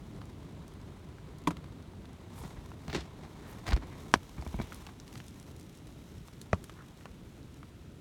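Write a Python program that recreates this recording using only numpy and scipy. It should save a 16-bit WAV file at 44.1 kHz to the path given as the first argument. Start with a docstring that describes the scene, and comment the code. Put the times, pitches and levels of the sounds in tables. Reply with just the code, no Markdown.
"""Woodpecker in a dripping wood

A woodpecker chisels at a dead trunk some way off: noise bursts through broad resonances. Drops tick likewise,
as do a few droplets and a case knock among the pecks, and bright clicks of bumps and steps among the ticks.
Three loud knocks land right at the camera, like heavy drips or a finger on its case: damped modes and noise.
Its holder shifts their footing: clothes and leaves are grainy coloured noise, grip bumps are decaying sines.
Under all lie a low rumble and a faint hiss, both coloured noise."""
import sys
import numpy as np
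from scipy.fft import rfft, irfft, next_fast_len
from scipy.io import wavfile
from scipy.ndimage import map_coordinates

SR = 44100
rng = np.random.default_rng(int(sys.argv[2]) if len(sys.argv) > 2 else 0)


def put_to_file(sound):
    """Save the sound as 16-bit audio at rate SR, in the file named by the first command-line argument."""
    columns = np.atleast_2d(sound).T  # one column per channel
    safe = np.clip(columns, -1, 1)
    whole_steps = np.round(safe * 32767)
    wavfile.write(sys.argv[1], SR, whole_steps.astype(np.int16))


N = 353020

# Spectra of the far rumble and the hiss. Each row: frequency in Hz, relative level per Hz in dB.
RUMBLE_COLOUR = [(15, -42), (25, -10), (54, -1.5), (92, 0.5), (118, -3), (147, -1), (210, -6), (305, -8),
                 (377, -12), (419, -13), (472, -19.5), (600, -20.5), (780, -28), (1320, -120)]
HISS_COLOUR = [(290, -54), (500, -8.5), (1000, -21), (1300, -3.5), (1780, -10), (2000, -8.5), (3260, -9.5),
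               (3610, -11.5), (5070, -17), (7010, -18), (12100, -24), (17000, -29)]
# Clearest drops, twig snaps, and bright clicks of bumps and steps. Each row: start in seconds,
# relative level in dB, pitch in Hz.
CLEAR_TICKS = [(0.255, -46, 6500), (0.68, -42, 6450), (1.384, -44.5, 6500), (2.055, -40.5, 3260),
               (2.8803, -33, 3400), (2.9, -29, 2370), (2.9295, -33, 3000), (2.9374, -29.5, 2800),
               (2.9478, -22, 1900), (2.9635, -27, 3000), (3.6792, -28.5, 1500), (3.709, -33, 4500),
               (3.7208, -26, 1700), (3.7313, -27, 4200), (3.7535, -38, 1600), (3.7635, -31.5, 3780),
               (3.7735, -28.5, 1500), (4.4135, -40, 4500), (4.449, -44, 6000), (4.513, -46, 5500),
               (4.615, -32, 2410), (4.7451, -34, 9900), (4.762, -42, 6500), (5.0, -35, 4700),
               (5.0784, -36.5, 4100), (5.177, -36.5, 4100), (5.2655, -42, 5500), (5.2822, -36, 6000),
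               (5.399, -39.5, 6500), (5.597, -41, 6500), (5.629, -45, 6000), (5.7515, -46, 5250),
               (5.8697, -41, 4450), (6.182, -47.5, 6000), (6.277, -41, 6500), (6.415, -30.5, 5500),
               (6.5455, -43, 6000), (6.641, -33, 7740), (6.641, -37, 2200)]
# Movement of the jacket. Each row: time in seconds, relative rustle level in dB, relative swish level in dB.
JACKET_MOTION = [(0.0, -60.5, -65.5), (1.0, -61.5, -72), (2.15, -62, -71), (2.42, -55.5, -59),
                 (2.7, -61, -63.5), (3.1, -58.5, -67), (3.55, -56, -57.5), (3.8, -59, -67),
                 (3.98, -54.5, -57), (4.22, -62.5, -59), (4.42, -60, -55.5), (4.52, -58.5, -54),
                 (4.64, -57, -54), (4.85, -58.5, -56), (4.94, -63.5, -63), (5.22, -63.5, -56.5),
                 (5.5, -65, -61.5), (6.3, -67, -61), (6.85, -64, -62.5), (8.0, -69.5, -67)]
# Spectra of the jacket's rustle and swish. 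Each row: frequency in Hz, relative level per Hz in dB.
RUSTLE_COLOUR = [(180, -49), (300, -8.5), (439, -3), (547, -8.5), (1010, -4.5), (1510, -16), (2170, -15),
                 (2750, -25.5), (3740, -18), (5020, -26.5), (8510, -30.5), (10000, -33), (13000, -92),
                 (22000, -120)]
SWISH_COLOUR = [(2350, -11.5), (4000, -8), (4510, -15), (5650, -9.5), (9390, -16), (12900, -17.5),
                (17000, -25)]
# Strokes of a sleeve. Each row: middle in seconds, level in dB, half-length in seconds, pitch in Hz,
# width in octaves.
SLEEVE_STROKES = [(2.393, -58.5, 0.021, 9900, 0.45), (2.449, -65, 0.063, 6500, 0.71),
                  (2.92, -68, 0.04, 15000, 0.35), (2.975, -52, 0.044, 3360, 0.73),
                  (3.5, -65, 0.026, 11000, 0.45), (3.491, -61, 0.07, 1500, 0.6),
                  (3.932, -56.5, 0.016, 1880, 0.4), (4.659, -65, 0.12, 2540, 0.37),
                  (6.802, -54.5, 0.022, 1310, 0.4)]
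# Scuffs of shoes and leaves. Each row: start in seconds, level in dB, swell in seconds, T60 in seconds,
# tilt in dB per octave, upper edge in Hz.
FOOT_SCUFFS = [(2.431, -40.5, 0.0093, 0.12, -3, 7000), (2.562, -43, 0.013, 0.12, -3.5, 7000),
               (2.888, -45.5, 0.0053, 0.27, 0.5, 4500), (2.927, -39.5, .003, 0.025, 1, 7500),
               (2.944, -32.5, 0.0057, 0.071, 2, 6200), (2.952, -40.5, 0.016, 0.21, -0.5, 6150),
               (3.224, -43.5, 0.019, 0.069, -2, 9000), (3.657, -35, 0.022, 0.098, 0.1, 15000),
               (3.692, -38.5, 0.016, 0.04, 0.3, 16000), (3.7208, -34, 0.002, 0.073, -0.5, 4500),
               (3.729, -28, 0.0038, 0.024, 0, 9000), (3.818, -44, 0.011, 0.11, -2, 5000),
               (4.372, -42, 0.012, 0.12, -2.5, 2800), (4.608, -53, 0.0056, 0.23, 3, 3200),
               (4.883, -47.5, 0.007, 0.06, 0, 4000)]
# Spectrum of friction before tilting. Each row: frequency in Hz, relative level per Hz in dB.
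FRICTION_COLOUR = [(200, -8), (340, -2.5), (406, -8.5), (517, -13.5), (725, -6.5), (969, -10.5), (1070, -7),
                   (1140, -11), (2000, -11), (2760, -19), (4340, -17), (8530, -28.5), (12200, -36),
                   (16000, -35)]
# Bumps of the grip. Each row: start in seconds, thump level in dB, thump pitch in Hz, grit level in dB,
# case knock level in dB, sway pitch in Hz, sway level in dB.
GRIP_BUMPS = [(2.399, -39, 130, -56, -51, 60.3, -43), (2.4514, -33.5, 150, -50, -48, 69, -42),
              (2.566, -36, 90, -52, -53, 50, -41), (2.881, -30.5, 150, -37.5, -37, 79, -38.5),
              (2.8993, -43, 111, -43, -42, 70, -51), (2.932, -31.5, 161, -39, -48, 70, -48),
              (2.9374, -30, 330, -48, -50, 70, -52), (2.949, -23.5, 377, -41, -40, 161, -35),
              (2.9541, -25.5, 342, -40, -46, 170, -39), (2.963, -28.5, 258, -41, -46, 65, -37),
              (2.98, -29, 328, -42, -47, 70, -50), (3.687, -25.5, 70.5, -47, -49, 55, -46),
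              (3.7133, -27, 175, -40, -40, 60, -37), (3.7207, -31, 133, -28, -35, 55, -33),
              (3.73, -15.5, 50.8, -29, -33, 60, -24.5), (3.764, -32, 126, -32, -34, 60, -43),
              (3.776, -32, 300, -55, -46, 70, -48), (4.1565, -31, 166, -34, -30, 91, -37.5),
              (4.382, -29.5, 125, -48, -42, 64.6, -33.5), (4.423, -48, 180, -51, -36.5, 70, -50),
              (4.4643, -32.5, 216, -52, -32.5, 76, -34), (4.5418, -26, 195, -38, -31, 55, -30),
              (4.589, -27, 147, -40, -33.5, 55, -34), (4.5993, -22, 210, -38, -27, 85, -36.5),
              (4.6146, -40, 129, -44, -38, 54.7, -37)]
# Modes of the case before detuning. Each row: frequency in Hz, relative level in dB, T60 in seconds.
CASE_MODES = [(330.5, -7.5, .04), (646, -7, .022), (790, -5.5, 0.017), (1000, -7, 0.02), (1550, -14, .012),
              (2300, -15.5, 0.032)]
# A heavy drop and a smaller one. 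Each row: start in seconds, relative ring level in dB, spray level in dB.
DROP_SPLATS = [(1.472, -1.5, -24.5), (1.5055, -18.5, -35.5)]
# Modes of the three close knocks; the splat's are lowered by its ring level. Each row: frequency in Hz,
# level in dB, T60 in seconds.
SPLAT_RING = [(167, -24.5, 0.083), (296, -20, 0.05), (400, -29, 0.04), (570, -42, 0.072), (685, -34, 0.025),
              (991, -32, 0.092), (1106, -23, 0.031), (1400, -46, 0.032), (1790, -38, .018),
              (2010, -32, .02), (2390, -28.5, 0.017), (3160, -39, .04), (3450, -42, 0.03)]
RAP_RING = [(133, -45.5, 0.087), (256, -13.5, 0.0153), (410, -26, 0.0354), (960, -3.5, 0.0048),
            (1660, -8.5, 0.0056), (3150, -16.5, 0.0051), (4570, -28, 0.02), (5610, -17.5, 0.0078),
            (8620, -19, 0.0023)]
THUD_RING = [(89, -20.5, 0.058), (181, -24.5, 0.079), (410, -26.5, 0.033), (630, -16, 0.017),
             (775, -25.5, 0.011), (1155, -19, 0.015), (1360, -15.5, 0.0045), (1970, -24.5, 0.012),
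             (2495, -28.5, 0.016), (5770, -31, 0.0037)]
# Spectra of the splat's spray and of the rattle, before tilting. Each row: frequency in Hz,
# relative level per Hz in dB.
SPRAY_COLOUR = [(200, -3), (450, -4), (750, -3.5), (1120, -2), (1340, -5.5), (1810, -15), (2380, -15),
                (2750, -17), (3470, -13), (4200, -19.5), (9010, -22.5), (16000, -38)]
RATTLE_COLOUR = [(210, -22), (350, -22), (622, -2.5), (1160, 2.5), (2100, -19.5), (2420, -19),
                 (2840, -13.5), (3620, -14.5), (4980, -19), (5570, -17.5), (7430, -27), (9000, -28),
                 (10100, -35), (16000, -48)]
# Woodpecker's pecks, with a few droplets and a case knock played alike. Each row: start in seconds,
# relative level in dB, pitch in Hz, click level in dB relative to the tock.
TOCKS = [(0.216, -41, 1140, -9.5), (1.184, -45.5, 1210, -26), (1.569, -43.5, 1150, -1),
         (1.642, -44.5, 950, -6), (1.935, -47, 950, -14), (2.046, -50, 1100, -18),
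         (2.717, -41.5, 1100, -11), (4.423, -44, 760, -6), (4.722, -34.5, 1430, -19), (4.866, -44, 1154, 2),
         (4.871, -42.5, 900, -5), (5.155, -44, 1230, 1), (5.202, -40, 2110, -13), (6.283, -46, 1226, -4),
         (6.696, -40, 1150, -6), (7.009, -50, 1800, -12), (7.056, -36, 1193, -9.5),
         (7.63, -41.5, 1200, -13)]

# Unevenness of rubbing: depth in dB and rate per second of its catches
CLUMP_DB, CLUMPS_PER_S = 3.2, 300


def amp(db):
    """A level in decibels is twenty times the logarithm of the gain."""
    return 10 ** (np.asarray(db) / 20)


def unit(x):
    """Division by the root mean square brings a signal to rms 1."""
    return x / np.sqrt(np.mean(x ** 2) + 1e-20)


def clock(seconds):
    """Sampling places instants at equal intervals."""
    return np.arange(int(seconds * SR)) / SR


def curves(rows):
    """Linear interpolation over the time column gives every other column one value per sample."""
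    s, *columns = np.transpose(rows)
    return [np.interp(np.arange(N) / SR, s, column) for column in columns]


def wobble(rate, size):
    """Spline interpolation of random knots, rate of them a second, gives a smooth random curve."""
    knots = rng.standard_normal(int(size * rate / SR) + 4)
    return map_coordinates(knots, [np.arange(size) * rate / SR])


def filtered(x, response):
    """A linear filter multiplies the spectrum by its frequency response."""
    m = next_fast_len(len(x) + 8192)
    hz = np.fft.rfftfreq(m, 1 / SR) + 1  # the offset keeps clear of zero
    return irfft(rfft(x, m) * response(hz), m)[:len(x)]


def coloured(force, spectrum, tilt_db):
    """Spectral shaping, with a tilt in dB per octave, colours an excitation and leaves it at rms 1."""
    hz, db = np.transpose(spectrum)

    def response(f):
        return amp(np.interp(np.log(f), np.log(hz), db) + tilt_db * np.log2(f))
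    return unit(filtered(force, response))


def noise(spectrum, size, tilt_db=0):
    """Shaped white noise models a dense, steady turmoil."""
    return coloured(rng.standard_normal(size), spectrum, tilt_db)


def crackly(spectrum, size, rate, share, tilt_db=0):
    """Sparse random impulses, rate a second, carry a share of the excitation's power; noise carries the rest."""
    happens = rng.random(size) < rate / SR
    snaps = happens * rng.uniform(-1.18, 1, size) * rng.random(size)
    force = np.sqrt(share) * unit(snaps) + np.sqrt(1 - share) * rng.standard_normal(size)
    return coloured(force, spectrum, tilt_db)


def fade(t, rise, t60):
    """Exponential decay follows a linear rise to 1; T60 is the time to fall by 60 dB."""
    return np.minimum(t / rise, 1) * np.exp(-np.log(1000) * np.maximum(t - rise, 0) / t60)


def ring(modes, t, rise):
    """Superposition of damped modes describes a struck body."""
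    return sum(amp(db) * fade(t, rise, t60) * np.sin(2 * np.pi * hz * t) for hz, db, t60 in modes)


def body(modes, t, cycles):
    """A rise of fixed length in cycles makes low modes trail high ones; their signs alternate."""
    return sum((-1) ** k * ring([mode], t, cycles / mode[0]) for k, mode in enumerate(modes))


def tap(hz, q, t60, tail_db, tail_t60):
    """A resonance filters a brief noisy contact and its scatter; the energy is that of 1 ms at rms 1."""
    t = clock(.2)
    envelope = fade(t, 0.00021, t60) + amp(tail_db) * fade(t, 0.0024, tail_t60)
    force = rng.standard_normal(len(t)) * envelope
    y = filtered(force, lambda f: 1 / (1 + 1j * q * (f / hz - hz / f)))
    return y / np.sqrt(np.sum(y ** 2) * 1000 / SR)


def grit(size, tilt_db, edge_hz):
    """Friction is intermittent: small crunches bunch into uneven catches, thin above an edge; rms 1."""
    grain_db, grains_per_s = 3, 1400
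    crunches_per_s, crunch_share = 650, .5
    airy_db = -23  # floor of the response, which remains above the edge
    catches_db = grain_db * np.tanh(wobble(grains_per_s, size))
    catches_db = catches_db + CLUMP_DB * np.tanh(wobble(CLUMPS_PER_S, size))
    crunches = crackly(FRICTION_COLOUR, size, crunches_per_s, crunch_share, tilt_db)
    grains = amp(catches_db) * crunches
    return unit(filtered(grains, lambda f: 1 / np.sqrt(1 + (f / edge_hz) ** 6) + amp(airy_db)))


def add(track, s, sound):
    """Superposition adds a sound to the track from s seconds on."""
    part = track[max(round(s * SR), 0):][:len(sound)]
    part += sound[:len(part)]


def woodland():
    """Stationary noise gives a thin hiss; slow amplitude modulation rolls a far rumble that gradually ebbs."""
    start_db, ebb_db_per_s = -47, -0.4949
    roll_db, rolls_per_s = 1.5, 12
    hiss_db = -66.5
    rumble_db = start_db + ebb_db_per_s * np.arange(N) / SR + roll_db * wobble(rolls_per_s, N)
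    return amp(rumble_db) * noise(RUMBLE_COLOUR, N) + amp(hiss_db) * noise(HISS_COLOUR, N)


def ticks():
    """Short impacts excite broad resonances: drops, snaps and handling clicks, fainter far drips, trodden leaves."""
    spread_db = 8  # from the faintest to the loudest far drip or crackle
    out = np.zeros(N)
    for s, db, hz in CLEAR_TICKS:
        tick = tap(hz, q=0.98, t60=0.0075, tail_db=-21.0, tail_t60=0.11)
        tick = filtered(tick, lambda f: 1 / np.sqrt(1 + (f / (2.1 * hz)) ** 4))  # the lower, the softer
        add(out, s, amp(db - 7.0) * tick)
    # start in seconds, faintest level in dB, lowest pitch in Hz
    drips = [(when * N / SR, -61, 2800) for when in rng.random(size=30)]
    crackles = [(s, -55, 3260) for s in rng.uniform(4.3, 6.4, size=10)]
    for s, db, hz in drips + crackles:
        size, octave = rng.random(2)
        faint = tap(hz * 2 ** octave, q=0.99, t60=0.0074, tail_db=-34.5, tail_t60=.04)
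        add(out, s, amp(db + spread_db * size) * faint)
    return filtered(out, lambda f: 1 / np.sqrt(1 + (f / 13000) ** 4))  # wet leaves soften the top


def clothes():
    """Cloth friction is modulated noise: movement sets the level of rustle and swish, catching fibres grain both."""
    surge_db, surges_per_s = 1.2, 22
    fibres_per_s, fibre_share = 130, .22
    rustle_db, swish_db = curves(JACKET_MOTION)
    catch = wobble(160, N)
    swish_db = swish_db + surge_db * wobble(surges_per_s, N)
    rustle = amp(rustle_db + 2.03 * catch) * noise(RUSTLE_COLOUR, N)
    fibres = crackly(SWISH_COLOUR, N, fibres_per_s, fibre_share)
    return rustle + amp(swish_db - 6.5 + 1.9 * catch) * fibres


def sleeves():
    """Band-limited friction noise under a bell-shaped envelope represents each stroke of cloth on cloth."""
    out, t = np.zeros(N), clock(.3)
    middle = t.mean()
    for s, db, half, hz, octaves in SLEEVE_STROKES:
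        white = rng.standard_normal(len(t))
        rub = filtered(white, lambda f: np.exp(-(np.log2(f / hz) / octaves) ** 2 / 2))
        rub = unit(rub * amp(CLUMP_DB * wobble(CLUMPS_PER_S, len(t))))
        swell = np.exp(-((t - middle) / half) ** 2 / 2)
        add(out, s - middle, amp(db) * rub * swell)
    return out


def footing():
    """Granular friction of leaves underfoot swells as the weight comes on, then decays exponentially."""
    out, t = np.zeros(N), clock(.4)
    for s, db, swell, t60, tilt_db, edge_hz in FOOT_SCUFFS:
        add(out, s, amp(db) * grit(len(t), tilt_db, edge_hz) * fade(t, swell, t60))
    return out


def grip():
    """A bump excites four responses: skin friction, modes of the case, a short thump and a slower sway."""
    detune = 0.0412  # each contact finds the case at a slightly different pitch
    out, t = np.zeros(N), clock(.4)
    for s, db, hz, grit_db, knock_db, sway_hz, sway_db in GRIP_BUMPS:
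        thump = ring([(hz, db, 6.8 / hz)], t, rise=0.45 / hz)  # T60 and rise as numbers of cycles
        sway = ring([(sway_hz, sway_db, 0.22)], t, rise=0.0096)  # the camera rocks in the hand
        scrape = grit(len(t), tilt_db=-2.5, edge_hz=4200) * fade(t, rise=0.00044, t60=0.025)
        knock = body(CASE_MODES, t * (1 + detune * rng.uniform(-1.2, 1)), cycles=0.3)
        add(out, s, thump + sway + amp(grit_db) * scrape + amp(knock_db) * knock)
    return out


def knocks():
    """Modal decay and brief noise together form a wet double splat, a hard rap and a padded thud."""
    out, t = np.zeros(N), clock(.25)
    for s, ring_db, spray_db in DROP_SPLATS:
        spray = amp(spray_db) * noise(SPRAY_COLOUR, len(t), tilt_db=-0.5) * fade(t, 0.0019, 0.051)
        add(out, s, amp(ring_db) * body(SPLAT_RING, t, cycles=2.7) + spray)
    # the case stills fast, the surroundings answer faintly
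    dying = fade(t, .002, .028) + amp(-21) * fade(t, .004, .09)
    rattle = amp(-21.0) * noise(RATTLE_COLOUR, len(t), tilt_db=1.5) * dying
    add(out, 4.1394, body(RAP_RING, t, cycles=0.42) + rattle)
    patter = amp(-34.0) * noise(RATTLE_COLOUR, len(t), tilt_db=-1.5) * fade(t, 0.00084, 0.065)
    add(out, 6.5305, body(THUD_RING, t, cycles=0.68) + patter)
    return out


def tocks():
    """Heavy damping, as in rotten wood, broadens resonance: pecks, a few droplets and a case knock all sound so."""
    contact_t60 = 0.0086  # seconds
    hollow_db = -13.5  # relative to the tock
    out = np.zeros(N)
    for s, db, hz, click_db in TOCKS:
        tock = tap(hz, q=1.4, t60=contact_t60, tail_db=-20, tail_t60=.08)
        # for a peck: soft wood swallows the overtones
        tock = filtered(tock, lambda f: 1 / np.sqrt(1 + (f / (1.5 * hz)) ** 4))
        hollow = tap(340, q=3.9, t60=contact_t60, tail_db=-19, tail_t60=.08)
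        click = tap(2470, q=1.1, t60=.012, tail_db=-25, tail_t60=.07)
        add(out, s, amp(db + 2.0) * (tock + amp(hollow_db) * hollow + amp(click_db) * click))
    return filtered(out, lambda f: 1 / (1 + (f / 10000) ** 2))  # dulls the top, as distance does


def scene():
    """Superposition sums all sources at one microphone."""
    background = woodland() + ticks()
    holder = clothes() + sleeves() + footing() + grip()
    return (background + holder + knocks() + tocks())[None]


def record(dry):
    """Band limitation and saturation: the camera sheds the deepest bass, clips at full scale and cuts the top."""
    top_hz = 17250
    lean = filtered(dry[0], lambda hz: 1 / np.sqrt(1 + (32 / hz) ** 6))
    return filtered(np.clip(lean, -1, 1), lambda hz: hz < top_hz)[None]


dry = scene()
out = record(dry)
put_to_file(out)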